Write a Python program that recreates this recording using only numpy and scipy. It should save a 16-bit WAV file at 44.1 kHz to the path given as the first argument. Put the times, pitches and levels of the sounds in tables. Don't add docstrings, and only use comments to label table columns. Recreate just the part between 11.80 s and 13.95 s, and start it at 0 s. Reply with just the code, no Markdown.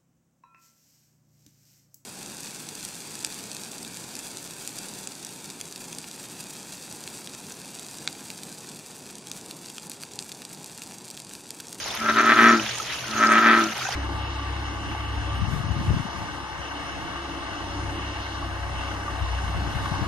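import sys
import numpy as np
from scipy import signal
from scipy.fft import rfft, irfft
from scipy.io import wavfile
from scipy.ndimage import uniform_filter1d

SR = 44100
rng = np.random.default_rng(int(sys.argv[2]) if len(sys.argv) > 2 else 0)


def level_to_linear(level):
    exponent = np.asarray(level, float) / 20
    return 10 ** exponent


def generate_wav(signal):
    frames = np.transpose(np.atleast_2d(signal))
    scaled = np.clip(frames, -1, 1) * 32767
    pcm = np.round(scaled).astype(np.int16)
    wavfile.write(sys.argv[1], SR, pcm)


N = 94815

# (frequency [Hz], level [dB])
WATER_DB = [(25, -28), (70, -8.5), (250, -12.5), (1300, -7.5), (3000, -7.5), (5000, -13.5), (6900, -12.5),
            (7500, -23.5)]


def evened(x):
    return x / np.sqrt(np.mean(x ** 2) + 1e-20)


def read(points, hz):
    f, value = np.transpose(points)
    return np.interp(np.log(hz + 1), np.log(f + 1), value)


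def drift(hz):
    return evened(signal.lfilter(*signal.butter(2, hz, fs=SR), rng.standard_normal(N)))


def ring(x, hz, width_hz):
    turn = np.exp(2j * np.pi * np.cumsum(hz * np.ones(len(x))) / SR)
    pole = np.exp(-np.pi * width_hz / SR)
    return 2 * (turn * signal.lfilter([1 - pole], [1, -pole], x / turn)).real


def ring_twice(x, hz, width_hz):
    return ring(ring(x, hz, width_hz), hz, width_hz)


def coloured(x, db_of):
    hz = np.fft.rfftfreq(2 * N, 1 / SR)
    return irfft(rfft(x, 2 * N) * level_to_linear(db_of(hz)))[..., :N]


def left_right(pan_db):
    return np.outer([.5, -.5], pan_db)


def machine():
    # (frequency [Hz], width [Hz], level [dB])
    hum_lines = [(63, 14, -58), (116.8, 5.6, -51.5), (127, 4.3, -52)]
    out = 0
    for hz, width_hz, db in hum_lines:
        out = out + level_to_linear(db) * evened(ring_twice(rng.standard_normal(N), hz, width_hz))
    return out * level_to_linear(np.array([[.8], [-.8]]))


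def whistle():
    # (time [s], frequency [Hz], level [dB])
    whistle_path = [(.56, 6000, -75), (.6, 5915, -40), (.65, 5860, -46), (.7, 5580, -34.5),
                    (.74, 5450, -75)]
    fuzz_hz = 160
    s, hz, db = np.transpose(whistle_path)
    t = np.arange(N) / SR
    tone = ring_twice(rng.standard_normal(N), np.interp(t, s, hz), fuzz_hz)
    return level_to_linear(np.interp(t, s, db, -120, -120)) * evened(tone)


def patchy(shape, bins, frames):
    relief = uniform_filter1d(rng.standard_normal(shape), size=bins, axis=0)
    return evened(uniform_filter1d(relief, size=frames, axis=1))


def wash():
    # (frequency [Hz], left-right likeness [0-1])
    likeness = [(60, 0.26), (180, 0.84), (550, 0.73), (1650, 0.68), (4970, 0.26), (15000, 0.44)]
    # (frequency [Hz], left-right difference [dB])
    wash_pan = [(60, 7), (550, 1.5), (1650, -1), (4000, 1.5), (8000, -7.5), (13000, 8)]
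    # (frequency [Hz], level [dB])
    air = [(7500, 0.5), (9000, -0.5), (11500, -2), (13500, -11.5), (15000, -19), (15800, -25)]
    wash_db, patch_db, flicker_db, rustle_db = -32, 2.75, 1.14, 2.5
    frames, hz = N // 64 + 5, np.fft.rfftfreq(256, 1 / SR)
    shape = (129, frames)

    a, b, c, d = rng.standard_normal((4, *shape))
    left, other = a + 1j * b, c + 1j * d
    same = np.clip(read(likeness, hz), -1, 1)[:, None]
    z = np.array([left, same * left + np.sqrt(1 - same ** 2) * other])

    flicker = evened(uniform_filter1d(rng.standard_normal(frames), size=6))
    swell_db = patch_db * patchy(shape, 5, 8) + flicker_db * flicker + rustle_db * patchy(shape, 14, 70)
    z = z * level_to_linear(swell_db * np.clip(hz / 1500, 0, 1)[:, None])
    x = signal.istft(z, nperseg=256, noverlap=192)[1][:, :N]
    x = coloured(x, lambda f: read(WATER_DB, f) + read(air, f) + left_right(read(wash_pan, f)))
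    return level_to_linear(wash_db) * evened(x)


def bubble(hz, ring_s, glide=0.065):
    u = np.arange(int(3 * ring_s * SR) + 9) / SR / ring_s
    envelope = 3.46 * u * np.exp(1 - 1.76 * u)
    return envelope * np.sin(2 * np.pi * hz * ring_s * (u + glide * u ** 2 / 2))


def trickle():
    level_db, bubbles_per_s, size_db, side_db = -41.5, 640, 4.0, 1.2
    pitches_hz = np.geomspace(500, 7000, num=30)
    out = np.zeros((2, N))
    for hz in pitches_hz:
        starts = rng.random(N) < bubbles_per_s / SR / len(pitches_hz)
        size = starts * level_to_linear(size_db * np.minimum(rng.exponential(1, N), 3))
        side = level_to_linear(side_db * np.outer([1, -1], rng.standard_normal(N)))
        sound = bubble(hz, rng.uniform(4.9, 6.3) / hz)
        train = signal.oaconvolve(size * side, sound[None], axes=1)[:, :N]
        out += train * level_to_linear(read(WATER_DB, hz)) * hz
    return level_to_linear(level_db) * evened(out)


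def ticks():
    # (time [s], level [dB], centre [Hz])
    single_ticks = [(0.063, -23, 10000), (0.081, -23, 10500), (.15, -20, 11800), (.275, -31, 7500),
                    (.46, -24.5, 10800), (.61, -32, 11500), (.86, -33, 11530), (.983, -16, 7500),
                    (1.042, -34, 8000), (1.28, -22, 6000), (1.47, -14, 5000), (1.522, -16, 8500),
                    (1.839, -13, 5660), (1.979, -26, 9100), (2.09, -35, 11000)]
    decay_s, width_hz = 0.0031, 2500
    fizz_db, fizz_per_s = -61.5, 160
    fade = np.exp(-np.arange(600) / SR / decay_s)

    size = level_to_linear(fizz_db + 15.5 + 1.4 * np.minimum(rng.exponential(1, N), 3))
    starts = (rng.random(N) < fizz_per_s / SR) * size
    grain = .6 * rng.standard_normal((2, N)) + .6 * np.outer([1, -1], rng.standard_normal(N))
    burst = np.convolve(starts, fade)[:N] * grain
    fizz_colour = [(2000, -66), (5000, 13.5), (10000, 5), (15000, -7)]  # (Hz, dB)
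    out = coloured(burst, lambda hz: read(fizz_colour, hz))

    for s, db, hz in single_ticks:
        noise = rng.standard_normal((2, len(fade)))
        a, b = (evened(ring_twice(v, hz, width_hz)) for v in noise)
        start = round(s * SR)
        out[:, start:start + len(fade)] += level_to_linear(db) * fade * np.array([a, .7 * b - .4 * a]) / 2
    return out


def drips():
    # (time [s], frequency [Hz], level [dB], ring [s])
    drip_list = [(0.041, 6800, -29.5, .002), (.104, 3490, -32.5, 0.0029), (.173, 3600, -36.5, 0.0021),
                 (.795, 2500, -29, 0.0025), (.797, 2980, -29, 0.0023), (.863, 3670, -30.5, 0.0014),
                 (.949, 1200, -43, 0.0045), (0.999, 1260, -29, 0.0036), (1.065, 2480, -42, 0.0038),
                 (1.147, 3020, -36.5, 0.0026), (1.239, 1450, -35, 0.0062), (1.988, 785, -32.5, 0.0029),
                 (2.01, 1230, -36, 0.0038), (2.02, 1350, -27, 0.0017), (2.053, 1480, -28, 0.0029),
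                 (2.05, 768, -38, 0.012), (2.066, 2570, -34, 0.0034), (2.067, 1560, -36, 0.0052),
                 (2.0879, 785, -26.5, 0.003), (2.106, 834, -34, 0.004), (0.685, 5670, -29, 0.0012),
                 (0.689, 6700, -28.5, 0.0012), (.697, 6700, -32, 0.0037), (2.07, 960, -37, 0.0042),
                 (1.855, 698.6, -34.5, 0.0043), (1.92, 750, -40.5, 0.0053), (.29, 3800, -33, 0.0037),
                 (.372, 3800, -30, 0.0023), (.557, 6460, -35, .002), (2.123, 3070, -32.5, 0.0018)]
    out = np.zeros(N + SR)
    for s, hz, db, ring_s in drip_list:
        sound = level_to_linear(db) * bubble(hz, ring_s, glide=0.01)
        out[round(s * SR):][:len(sound)] += sound
    return out[:N]


def bank(x):
    t60_s, taps_share = .07, .05
    t = np.arange(4000) / SR
    taps = rng.standard_normal((2, 4000)) * (rng.random((2, 4000)) < taps_share)
    taps = taps * level_to_linear(-60 * t / t60_s) * (t > .001)
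    wet = signal.fftconvolve(x[None], taps / np.linalg.norm(taps[0]), axes=1)[:, :N]
    return coloured(wet, lambda hz: read([(300, -14), (700, 0), (1500, 3.5)], hz))


def sac_hum(turns, hum_db, third_db, rasp_db):
    # (time [s], rate [Hz])
    flutter_path = [(.2, 36.17), (.5, 50.2), (.68, 43.98), (1.3, 37.89), (1.55, 45.64), (1.72, 42.06)]
    sidebands = [(2, 1), (3, -1), (3, 1), (4, -1), (5, 1), (6, -1), (6, 1)]
    sideband_db = [-27, -19.5, -21, -25.5, -22.5, -24.5, -30]
    fourth_db, flutter_fuzz_hz, flutter_swell_db = -18.5, 6, 2.8
    t = np.arange(N) / SR
    flutter_hz = np.interp(t, *np.transpose(flutter_path)) + flutter_fuzz_hz * drift(13.6)
    beat = np.cumsum(flutter_hz) / SR
    even = np.cos(4 * np.pi * turns) + level_to_linear(fourth_db) * np.cos(8 * np.pi * turns)
    hum = level_to_linear(hum_db) * even + level_to_linear(third_db) * np.cos(6 * np.pi * turns)
    for (partial, side), db in zip(sidebands, sideband_db):
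        level = level_to_linear(rasp_db + db + flutter_swell_db * drift(12.3))
        hum = hum + level * np.cos(2 * np.pi * (partial * turns + side * beat))
    return hum


def fold_slaps(turns, hz, effort_db):
    slip_s, slip_cycles, jitter_s, shimmer_db, rebound_db = .0015, 2.9, .00014, 2.2, -12
    late_s = slip_s * ((turns / slip_cycles + .12 * drift(15)) % 1 - .5) + jitter_s * drift(150)
    late_s = late_s * np.clip(1.3 + effort_db / 16, .3, 1)
    slaps, snaps = np.zeros((2, N))
    for shift_turns, db in [(0, 0), (.38, rebound_db), (.68, rebound_db)]:
        phase = turns - hz * late_s - shift_turns * (1 + .15 * drift(60))
        step = np.maximum.accumulate(np.floor(phase))
        shimmer = level_to_linear(shimmer_db * rng.standard_normal(N).clip(-1.5, 1.5))
        train = -np.diff(step, prepend=0).clip(0, 1) * shimmer
        slaps = slaps + level_to_linear(db / 2) * train
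        snaps = snaps + level_to_linear(db) * train
    return slaps, snaps


def body_rasp(slaps, snaps, effort_db):
    # (frequency [Hz], width [Hz], level [dB])
    body_rings = [(660, 50, -13), (690, 60, -13), (870, 32, -12.5), (1030, 14, -7), (1220, 100, -8.5),
                  (1291, 27, 6), (1337.5, 40, 11), (1558, 35, 2), (1497, 26, 2.5), (1777, 18, -10.5),
                  (1890, 20, -5), (2250, 20, -5.5), (3200, 230, -7), (3800, 330, -17)]
    snap_hz, snap_width_hz, snap_db = 1700, 580, -3.5
    puff, sway_share, bright_db_per_db = .15, .006, 2.5
    narrowest_hz = 38
    evening = .35
    band_hz = [570, 4030]
    snaps = ring_twice(snaps, snap_hz, snap_width_hz)
    drive = evened(slaps) + puff * rng.standard_normal(N)
    sway = 1 + sway_share * drift(9.9)

    def rung(rings):
        return sum(level_to_linear(db) * ring(drive, hz * sway, max(width_hz, narrowest_hz)) / np.sqrt(width_hz)
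                   for hz, width_hz, db in rings)

    low, high = rung(body_rings[:8]), rung(body_rings[8:])
    low = low / np.sqrt(uniform_filter1d(evened(low) ** 2, size=700) + .05) ** evening
    high = high + level_to_linear(snap_db) * np.std(low) * evened(snaps)
    rasp = (low + level_to_linear(bright_db_per_db * effort_db) * high) / np.std(low + high)
    return signal.sosfilt(signal.butter(4, band_hz, "band", fs=SR, output="sos"), rasp)


def bellow(rows):
    # (time [s], fall [s], recovery [s], rasp drop [dB], hum drop [dB])
    catches = [
        (0.271, 0.0031, .01, 2.5, 9),
        (0.33, 0.011, 0.019, 12, 4),
        (.415, 0.0066, 0.01, 2, 11),
        (.445, 0.018, 0.029, 3.5, -0.5),
        (0.546, 0.0079, 0.018, 7, 25),
        (.61, 0.0084, 0.028, 1, 2.5),
        (1.41, .005, 0.0093, -0.5, 1),
        (1.472, 0.016, 0.022, 4.5, 1),
        (1.601, 0.0075, 0.033, 3, 7),
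    ]
    wobble_db = 2.5
    t = np.arange(N) / SR
    s, *columns = np.transpose(rows)
    curves = (uniform_filter1d(np.interp(t, s, c), size=400) for c in columns)
    hz, hum_db, third_db, rasp_db = curves
    on = (t > s[0]) & (t < s[-1])
    for at_s, fall_s, recovery_s, rasp_drop_db, hum_drop_db in catches:
        dip = np.exp(-.5 * ((t - at_s) / np.where(t < at_s, fall_s, recovery_s)) ** 2)
        rasp_db = rasp_db - rasp_drop_db * dip
        hum_db = hum_db - hum_drop_db * dip
    effort_db = rasp_db - rasp_db.max()
    turns = np.cumsum(hz) / SR
    hum_db = hum_db + wobble_db / 2 * drift(34)
    third_db = third_db + wobble_db * drift(48) * level_to_linear(effort_db / 2)
    hum = sac_hum(turns, hum_db, third_db, rasp_db)
    rasp = body_rasp(*fold_slaps(turns, hz, effort_db), effort_db)
    return on * (np.sqrt(2) * hum + level_to_linear(rasp_db) * rasp)


def bullfrog():
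    # (time [s], fold rate [Hz], hum level [dB], third partial level [dB], rasp level [dB])
    bellows = [
        [(.17, 110.4, -58, -66, -49), (.21, 112, -38.5, -73, -31), (.29, 110.4, -31, -46, -17),
         (.4, 113.1, -32, -38, -15), (.52, 114.6, -27.5, -37.5, -13.5), (.68, 116.1, -19.5, -26, -13.5),
         (.75, 115, -23.5, -27.5, -17.5), (.81, 106.9, -38.5, -33.5, -33.5), (.9, 108, -47.5, -83, -69)],
        [(1.26, 107.6, -48, -48, -43), (1.34, 109.9, -38, -47, -29), (1.44, 110.3, -30.5, -37, -15),
         (1.57, 111.7, -26.5, -33, -15.5), (1.7, 113.6, -24.5, -31, -14), (1.79, 113, -27.5, -29.5, -18),
         (1.86, 108.4, -37, -29, -28), (1.91, 109.2, -38, -49, -36), (1.97, 109, -62, -71, -62)],
    ]
    return sum(bellow(rows) for rows in bellows)


def placed(frog):
    # (frequency [Hz], left-right difference [dB])
    voice_pan = [(200, 1.7), (380, 3), (700, 1.5), (1290, 2.5), (2400, -1.5)]
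    left_lag_samples = 2
    left, right = coloured(frog, lambda hz: left_right(read(voice_pan, hz)))
    return np.array([np.roll(left, left_lag_samples), right])


def scene():
    bank_db = -11
    frog, near = bullfrog(), drips()
    close = placed(frog) + near + level_to_linear(bank_db) * bank(frog + near)
    return close + wash() + trickle() + ticks() + machine() + whistle()


def band_limit(x):
    return signal.sosfilt(signal.butter(12, 15750, fs=SR, output="sos"), x)


def record(dry):
    # (frequency [Hz], width [Hz], level [dB])
    treble_dips = [(7730, 133, -32), (9650, 230, -30), (7520, 600, -7.5)]
    knee = 1.15

    def dips_db(hz):
        return sum(db * np.exp(-((hz - f) / width_hz) ** 2) for f, width_hz, db in treble_dips)

    x = coloured(dry, dips_db)
    return band_limit(knee * np.tanh(x / knee))


dry = scene()
out = record(dry)
generate_wav(out)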